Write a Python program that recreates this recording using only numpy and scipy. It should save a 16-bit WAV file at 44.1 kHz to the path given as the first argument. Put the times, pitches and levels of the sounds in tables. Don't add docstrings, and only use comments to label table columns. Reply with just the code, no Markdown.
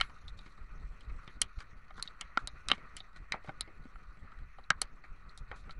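import sys
import numpy as np
from scipy import signal
from scipy.fft import rfft, irfft, next_fast_len
from scipy.io import wavfile
from scipy.ndimage import uniform_filter1d

SR = 44100
rng = np.random.default_rng(int(sys.argv[2]) if len(sys.argv) > 2 else 0)


def persist_wave(psi):
    counts = np.round(np.clip(psi, -1, 1) * 32767).astype(np.int16)
    wavfile.write(sys.argv[1], SR, np.atleast_2d(counts).T)


N = 255339

# f/Hz, width/Hz, gain/dB
HOLLOWS = [(500, 1100, -8), (1146, 40, 5), (1267.5, 380, 8), (1465, 41, 8.5), (1906, 390, 3),
           (2440, 380, -3), (3100, 250, -31.5), (4200, 700, -20.5), (5900, 1200, -27), (8200, 4000, -40)]
# t/s, level/dB
ROAR_LEVEL = [(0.0, -62), (1.21, -61), (1.53, -63.5), (1.92, -62), (2.5, -58), (2.61, -60.5), (2.85, -58.5),
              (3.1, -61.5), (3.39, -62), (3.48, -60), (4.26, -63.5), (4.56, -63.5), (4.95, -61.5),
              (5.37, -62), (5.79, -61)]
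SPRAY_LEVEL = [(0.0, -64), (0.16, -77), (0.68, -79.5), (1.01, -76), (1.84, -80.5), (2.0, -76), (2.43, -83),
               (2.61, -75), (3.22, -81.5), (3.85, -80), (4.37, -80), (4.59, -79.5), (4.71, -84.5),
               (5.14, -83), (5.55, -78.5), (5.79, -82)]
FLUTTER_LEVEL = [(0, -64.5), (.4, -65.5), (.98, -66.5), (1.21, -69), (2.26, -69.5), (2.52, -66),
                 (3.39, -69), (4.01, -61.5), (4.45, -72), (5.79, -65.5)]
# f/Hz, relative density/dB
SPRAY_SPECTRUM = [(2000, -26.5), (3000, -9.5), (3500, 3), (4200, 3.5), (5000, -7), (6000, -5), (7500, -9.5),
                  (9500, -17), (11000, -17.5), (12000, -42)]
BUFFET_SPECTRUM = [(3.5, -30), (6.0, -4.5), (16, 1), (29, 3.5), (51, -5.5), (71, -11), (118, -24.5),
                   (140, -20.5), (180, -41.5), (310, -120)]
FLUTTER_SPECTRUM = [(47, -20.5), (80, 4), (119, 0), (156, 1.5), (337, -11), (424, -11), (629, -15.5),
                    (1100, -22), (1430, -54), (2420, -120)]
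# t/s, buffet level/dB, length/s, flutter level/dB
GUSTS = [(0.0, -41, 0.12, -59), (0.317, -46.5, 0.16, -74), (0.629, -41, .04, -68),
         (0.741, -43.5, 0.074, -71), (0.834, -39.5, 0.089, -64.5), (0.918, -44, 0.05, -62),
         (1.121, -39.5, 0.13, -57), (1.367, -46.5, 0.027, -58), (1.44, -48.5, 0.053, -60.5),
         (1.581, -35.5, 0.016, -64), (1.759, -53.5, 0.083, -67), (1.97, -46, 0.072, -61),
         (2.256, -49, 0.028, -71), (2.442, -42.5, 0.033, -56), (2.553, -45.5, 0.04, -60),
         (2.683, -42.5, 0.04, -50), (2.85, -60, 0.036, -58.5), (2.96, -57, 0.051, -59),
         (3.208, -47, 0.049, -63), (3.331, -54.5, .05, -53.5), (3.59, -56, 0.095, -75),
         (3.803, -44.5, 0.042, -64), (3.961, -43.5, 0.025, -70), (4.095, -51.5, 0.056, -72.5),
         (4.248, -42, 0.045, -57.5), (4.413, -43.5, 0.097, -64.5), (4.591, -49, 0.039, -67.5),
         (4.77, -49, 0.047, -61), (4.849, -42.5, .025, -64.5), (4.943, -45, 0.036, -66.5),
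         (5.12, -43, 0.041, -69.5), (5.27, -52, 0.052, -64), (5.415, -38, 0.042, -58),
         (5.533, -54.5, 0.12, -66), (5.684, -48.5, 0.11, -66.5), (5.79, -39, 0.045, -66.5)]
# f/Hz, t60/s, gain/dB
SHELL_MODES = [(611, 0.034, -5.5), (777, 0.035, -2), (1060, 0.0023, -10), (1198, 0.0081, -8),
               (1353, 0.017, -5), (1864, 0.035, -3.5), (2186, 0.02, 2.5), (2840, 0.033, -12.5),
               (3090, 0.023, -6.5), (4407, 0.025, -10.5), (4930, 0.0031, -0.5), (5907, 0.016, -10),
               (6720, 0.005, -8.5), (7840, .009, -11), (9204, 0.0031, -9), (10940, .014, -24.5)]
ZONES_HZ = [220, 750, 1400, 2150, 3100, 4150, 5600, 8500]
SPOTS = [(-1, -15, -27, -11, -16.5, -22.5, -21, -27), (-19, 1, -1, -11, -10, -18.5, -27, -26),
         (-24.5, -28.5, -0.5, -22.5, -15, -19.5, -14, -24), (-30, -20.5, -2, 2, -7.5, 0, -10, -7),
         (-23, -21, -12, -15.5, 3, -11.5, -27, -19), (-12, -22, -1.5, -9, -1, -3.5, -4.5, -1.5),
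         (-30, -23.5, -24, -20, -15, 4.5, -44, -40), (-32, -24, -21.5, -27, -19.5, -5, -15.5, 3),
         (-34, -24.5, -23, -24.5, -10, -23, -12, -3)]
# t/s, level/dB, boom/dB, spot/0-8, hardness/(dB/octave),
# thud/Hz, knock/Hz, ping/Hz, t60 scale, splash/dB
DROPS = [(.002, -23.5, -13, 0.5, 1, 184, 1277, 4280, 0.94, -28),
         (.012, -15, -23, 4.5, -1.5, 151, 1380, 4080, 0.62, -17),
         (.097, -44.5, 3.5, 1.5, 0, 164, 1238, 4340, 1, -4.5),
         (.281, -34.5, -6, 6.5, -0.5, 171, 1190, 3770, 0.7, -10),
         (.391, -40.5, 5, 6.5, 0, 157, 1150, 3800, 0.46, -11),
         (0.462, -52, -2.5, 5, -5, 150, 1190, 4040, 0.57, -2),
         (0.577, -47, 8.5, 2, -2.5, 136, 1190, 3850, 1.5, -12),
         (1.008, -53, 8, 4.5, 3.5, 164, 1155, 4120, 0.52, 0),
         (1.097, -50, -10, 0, -0.5, 167, 1750, 3850, 1, 1.5),
         (1.277, -40, 3, 4.5, -4, 138, 1247, 3500, 0.56, -8.5),
         (1.417, -10.5, 2.5, 11, 4.5, 131, 1292, 4250, 0.74, -14),
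         (1.588, -51, 10, 3.5, -1, 133, 1250, 4200, 1, -6),
         (1.604, -45.5, -3.5, 5, -2, 182, 1452, 4750, 0.87, 1.5),
         (1.907, -44.5, -7, 1, -1, 170, 1205, 3800, 1, -29),
         (1.958, -63, -1, 5.5, 2.5, 133, 1350, 4180, 0.97, -17),
         (1.98, -41.5, 8.5, 2, -2.5, 225, 1246, 4160, 0.47, -2.5),
         (1.997, -39, 0, 2, 2.5, 131, 1354, 3880, 0.65, -7),
         (2.026, -23, -2.5, 7, 1.4, 344, 1320, 4160, 0.33, -10.5),
         (2.055, -52, -2, 5, -4, 167, 1450, 3850, 0.86, -20),
         (2.076, -36, -1, 6, 5, 132, 1130, 3810, 0.89, -18),
         (2.085, -47, 8, 6.5, -2, 175, 1460, 3970, .61, -19),
         (2.211, -19.5, -6, 8, -2, 178, 1228, 4200, 1, -8.5),
         (2.374, -12.5, 1, 2, -1.5, 254, 1375, 3760, .45, -27),
         (2.474, -22.5, -0.5, 7, -0.5, 130.2, 1283, 3950, 0.6, -11),
         (2.686, -26, -9, 5, 3.5, 131.5, 1205, 3820, 0.32, -9),
         (2.701, -25, 3.5, 3.5, -2.5, 129, 1345, 3850, 0.6, -8.5),
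         (2.716, -9.5, 2, 4, 0.5, 269, 1195, 3830, 0.54, -20.5),
         (2.732, -35.5, 2.5, 3.5, -6, 196, 1150, 3870, 0.83, -23),
         (2.779, -42, 0.5, 0, 0.5, 257, 1280, 3840, 1, -2.5),
         (2.967, -27.5, -6, 8, 0.5, 145.2, 1276, 4290, 1, -4),
         (3.004, -32, -0.5, 6, -2, 170, 1293, 3770, 1, -18.5),
         (3.161, -54, 5.5, 5, -1.5, 162, 1510, 3950, 0.91, 0),
         (3.322, -27, -4, 3, 1.7, 158, 1196, 4060, 0.59, -12),
         (3.341, -33.5, -0.5, 1, -2, 200, 1343, 4120, 0.5, -10),
         (3.446, -47, 1.5, 0.5, -2.5, 194, 1380, 3840, .71, -6),
         (3.475, -44, 8, 1.5, 0.5, 270, 1214, 3840, 0.97, -7),
         (3.485, -40.5, -0.5, -0.5, -1.8, 141, 1230, 3710, 0.71, -7),
         (3.493, -36.5, 0.5, 0.95, 0, 188.5, 1515, 3750, 1, -20),
         (3.609, -19, -4, 7, 0, 295, 1293, 3935, 0.55, -13),
         (3.676, -49.5, 1.5, 0, -2, 342.6, 1270, 4500, .69, 1),
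         (3.855, -50.5, 5, 0, -1.5, 242.6, 1337, 4440, 0.75, -29),
         (3.958, -46, -7, 1.5, -5.5, 131.3, 1320, 4220, 0.71, -25.5),
         (4.036, -57.5, 0.5, 1.5, 5.5, 148, 1355, 3930, 0.91, -20),
         (4.172, -51.5, 0.5, -0.5, 0.5, 131, 1270, 4060, 1, -26.5),
         (4.319, -47, -6, 1.5, -1.5, 167.8, 1273, 4060, 0.79, -8),
         (4.389, -51.5, -3.5, 1, 5.5, 148, 1553, 3930, 0.74, -23),
         (4.585, -47.5, 7.5, 1.1, 1.5, 142.3, 1190, 4125, 0.88, -7.5),
         (4.64, -55, 6, 6, -1, 142.2, 1320, 3940, .9, -16),
         (4.704, -4.5, 3.5, 2, 2, 161, 1602, 3930, 0.67, -27.5),
         (4.716, -35, -3, 2.5, -5, 215, 1280, 3800, 0.85, -24.5),
         (4.817, -12.5, 1.5, 7.5, 1.5, 434, 1257, 4200, 0.72, -14),
         (5.039, -53.5, 1.5, 3, -7.5, 161, 1305, 4360, .66, -2.5),
         (5.294, -55, 1.5, 6.5, 3.5, 173, 1190, 4110, 1, -6),
         (5.376, -38, 2.5, 7, -0.5, 172, 1300, 3730, 0.82, -9.5),
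         (5.515, -33, -4.5, 0.9, -1.5, 165, 1314, 3830, 0.56, -10),
         (5.561, -50, 6, 2, 2, 132, 1560, 3900, 0.94, -9),
         (5.695, -41.5, -10, 1, -0.5, 132, 1338, 3820, 1, -30),
         (5.709, -41, -10, 5.5, 0, 133, 1340, 4040, 1, -12)]
# t/s, length/s, level/dB, treble/dB
SHEETS = [(0.002, 0.034, -61.5, -28), (0.274, 0.027, -70, 0), (0.368, 0.063, -70.5, -10),
          (0.434, 0.1, -73.5, -18), (1.018, 0.023, -76, -15), (1.413, 0.029, -53, -15.5),
          (1.586, 0.048, -69.5, 0.5), (1.964, 0.041, -64, -18), (2.037, 0.037, -65, -11),
          (2.206, 0.022, -72, 3), (2.387, 0.049, -68, -10), (2.727, 0.037, -65, -15),
          (2.958, 0.045, -63.5, -8.5), (3.159, 0.023, -70.5, -6), (3.33, 0.037, -70, -9),
          (3.434, 0.079, -76.5, 3.5), (4.812, 0.027, -55, -5), (5.039, 0.042, -82.5, 0),
          (5.286, 0.03, -71, -12.5), (5.38, 0.019, -67, 0), (5.553, 0.062, -72, 2.5),
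          (5.702, 0.024, -68, 0.5)]

SPRAY_PER_S, PATTER_PER_S = 1500, 22
LULL_DB = -57
THUD_T60_S, KNOCK_T60_S, PING_T60_S, SPLASH_T60_S = 0.044, 0.03, 0.016, 0.14
PUSH_S, BOOM_BELOW_HZ, CLEAN_KNOCK_DB_PER_DB = 0.00027, 1000, 0.18
TREBLE_CUT_HZ, OUTPUT_CUT_HZ, HISS_DB, DC_OFFSET = 11100, 15600, -92.5, -.0021


def undb(db):
    return 10 ** (np.asarray(db) / 20)


def unit(x):
    return x / np.sqrt(np.mean(x ** 2))


def smooth(x, samples):
    return uniform_filter1d(uniform_filter1d(x, samples), samples)


def envelope(table):
    return undb(np.interp(np.arange(N) / SR, *np.transpose(table)))


def walk(rate_hz):
    hold = int(SR / rate_hz)
    steps = np.repeat(rng.standard_normal(N // hold + 1), hold)
    return unit(smooth(steps, hold)[:N])


def coloured(spectrum, x=None):
    size = next_fast_len(N)
    hz = np.maximum(np.arange(size // 2 + 1) * SR / size, 1)
    knot_hz, knot_db = np.transpose(spectrum)
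    db = np.interp(np.log(hz), np.log(knot_hz), knot_db, left=-90, right=-90)
    x = rng.standard_normal(N) if x is None else x
    return unit(irfft(rfft(x, size) * undb(db), size)[:N])


def add(out, start_s, sound):
    i = max(int(start_s * SR), 0)
    out[i:i + len(sound)] += sound[:N - i]


def road_roar():
    roar, ripple_db = 0, 1.5 * walk(50)
    for hz, width_hz, db in HOLLOWS:
        hollow = signal.iirpeak(hz, hz / width_hz, SR)
        band = signal.lfilter(*hollow, signal.lfilter(*hollow, rng.standard_normal(N)))
        gain = undb(db + walk(10) + 2 * walk(35) + ripple_db)
        roar = roar + gain * unit(band) * np.sqrt(width_hz)
    return unit(roar) * envelope(ROAR_LEVEL)


def spray():
    droplets = (rng.random(N) < SPRAY_PER_S / SR) * undb(2.5 * rng.exponential(size=N))
    smear = signal.lfilter([1], [1, -np.exp(-1 / (.003 * SR))], droplets)
    mist = coloured(SPRAY_SPECTRUM, smear * rng.standard_normal(N))
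    crackle, gust_db = 0, 1.5 * walk(25)
    for band_hz in [(2000, 3500), (3500, 5000), (5000, 7000), (7000, 9000), (9000, 12000)]:
        band = signal.sosfilt(signal.butter(2, band_hz, "band", fs=SR, output="sos"), mist)
        crackle = crackle + undb(gust_db + 1.8 * walk(35)) * band
    return unit(crackle) * envelope(SPRAY_LEVEL)


def wind():
    t = np.arange(0, N + 128, 128) / SR
    peak_s, buffet_db, length_s, flutter_db = np.transpose(GUSTS)[:, :, None]
    swells = np.exp(-((t - peak_s) / np.maximum(length_s / 2, .005)) ** 2)

    def slaps(db):
        return np.interp(np.arange(N) / SR, t, (undb(db) * swells).sum(axis=0))

    buffet = coloured(BUFFET_SPECTRUM)
    local_rms = np.sqrt(smooth(buffet ** 2, 2048))
    buffet = unit(buffet / local_rms ** 1.4)
    lump_db = 2.5 * walk(30)
    flutter = unit(coloured(FLUTTER_SPECTRUM) * undb(lump_db))
    buffet_gain = undb(LULL_DB) + slaps(buffet_db)
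    flutter_gain = envelope(FLUTTER_LEVEL) + slaps(flutter_db)
    return buffet * buffet_gain + flutter * flutter_gain


def drop(zone_db, thud_hz, knock_hz, ping_hz, t60_scale, splash_db, samples=4096):
    t = np.arange(samples) / SR
    knock_db = CLEAN_KNOCK_DB_PER_DB * max(-13.5 - splash_db, 0)
    own_modes = [(thud_hz, THUD_T60_S, 0), (knock_hz, KNOCK_T60_S, knock_db), (ping_hz, PING_T60_S, 0)]
    hz, t60_s, db = np.transpose(SHELL_MODES + own_modes)[:, :, None]
    scatter_db, detune, shift = rng.standard_normal((3, len(hz), 1))
    gain = undb(db + np.interp(np.log(hz), np.log(ZONES_HZ), zone_db) + scatter_db)
    phase = 2 * np.pi * hz * (1 + .01 * detune) * t
    ring = np.exp(-np.log(1000) * t / (t60_s * np.clip(t60_scale, .2, 3))) * np.sin(phase + 3 * shift)
    ring *= (t / PUSH_S) ** 1.39 / (1 + (t / PUSH_S) ** 1.165)
    roughness = 6 * np.clip(0.7 + splash_db / 68, .05, .5)
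    ring *= 1 + roughness * smooth(rng.standard_normal(ring.shape), 30)
    ring /= np.abs(ring).max(axis=1, keepdims=True)
    shake = 9 * signal.lfilter(np.hanning(128) / 64, 1, rng.standard_normal(ring.shape))
    rustle_t60_s = SPLASH_T60_S * np.minimum(1, 2070 / hz) ** 1.44
    rustle = shake * np.sin(phase) * np.exp(-np.log(1000) * t / rustle_t60_s)
    return (gain * (ring + undb(splash_db) * rustle)).sum(axis=0)


def rain():
    out = np.zeros(N)
    zones_hz = np.array(ZONES_HZ)
    for start_s, db, boom_db, spot, hardness_db_per_oct, *voice in DROPS:
        spot_db = np.array([np.interp(spot, range(len(SPOTS)), zone) for zone in np.transpose(SPOTS)])
        tilt_db = hardness_db_per_oct * np.log2(zones_hz / 2150)
        zone_db = db + spot_db + tilt_db + boom_db * (zones_hz < BOOM_BELOW_HZ)
        add(out, start_s - .0004, drop(zone_db, *voice))
    return out


def water_sheets():
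    dull = coloured(SPRAY_SPECTRUM)
    bright = unit(np.gradient(dull))
    out = np.zeros(N)
    for start_s, length_s, db, treble_db in SHEETS:
        age = np.arange(int(2 * length_s * SR)) / (length_s * SR)
        i = int(start_s * SR)
        shape = np.minimum(age / .1, 1) * np.exp(-age ** 3)
        hiss = dull[i:i + len(age)] + undb(treble_db) * bright[i:i + len(age)]
        add(out, start_s, undb(db) * shape[:N - i] * hiss)
    return out * undb(2.9 * walk(150))


def patter():
    out = np.zeros(N)
    zone_db = np.array([-80, -82, -75, -77, -83, -79, -83, -83])
    for when, size_rank, spot in rng.random((int(PATTER_PER_S * N / SR), 3)):
        scatter_db = 4 * rng.standard_normal(len(ZONES_HZ))
        size_db = -2.4 * np.log(size_rank)
        modes_hz = 150 + 200 * spot, 1200 + 450 * spot, 3700 + 700 * spot
        tick = drop(zone_db + size_db + scatter_db, *modes_hz, t60_scale=.7, splash_db=-4.5, samples=1536)
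        add(out, when * N / SR, tick)
    return out


def scene():
    water = rain() + patter() + water_sheets()
    return (water + road_roar() + spray() + wind())[None, :]


def record(dry):
    cut = signal.sosfilt(signal.ellip(8, 1, 55, TREBLE_CUT_HZ, fs=SR, output="sos"), dry)
    noisy = cut + undb(HISS_DB) * rng.standard_normal(dry.shape) + DC_OFFSET
    return signal.sosfilt(signal.ellip(8, .2, 50, OUTPUT_CUT_HZ, fs=SR, output="sos"), noisy)


dry = scene()
out = record(dry)
persist_wave(out)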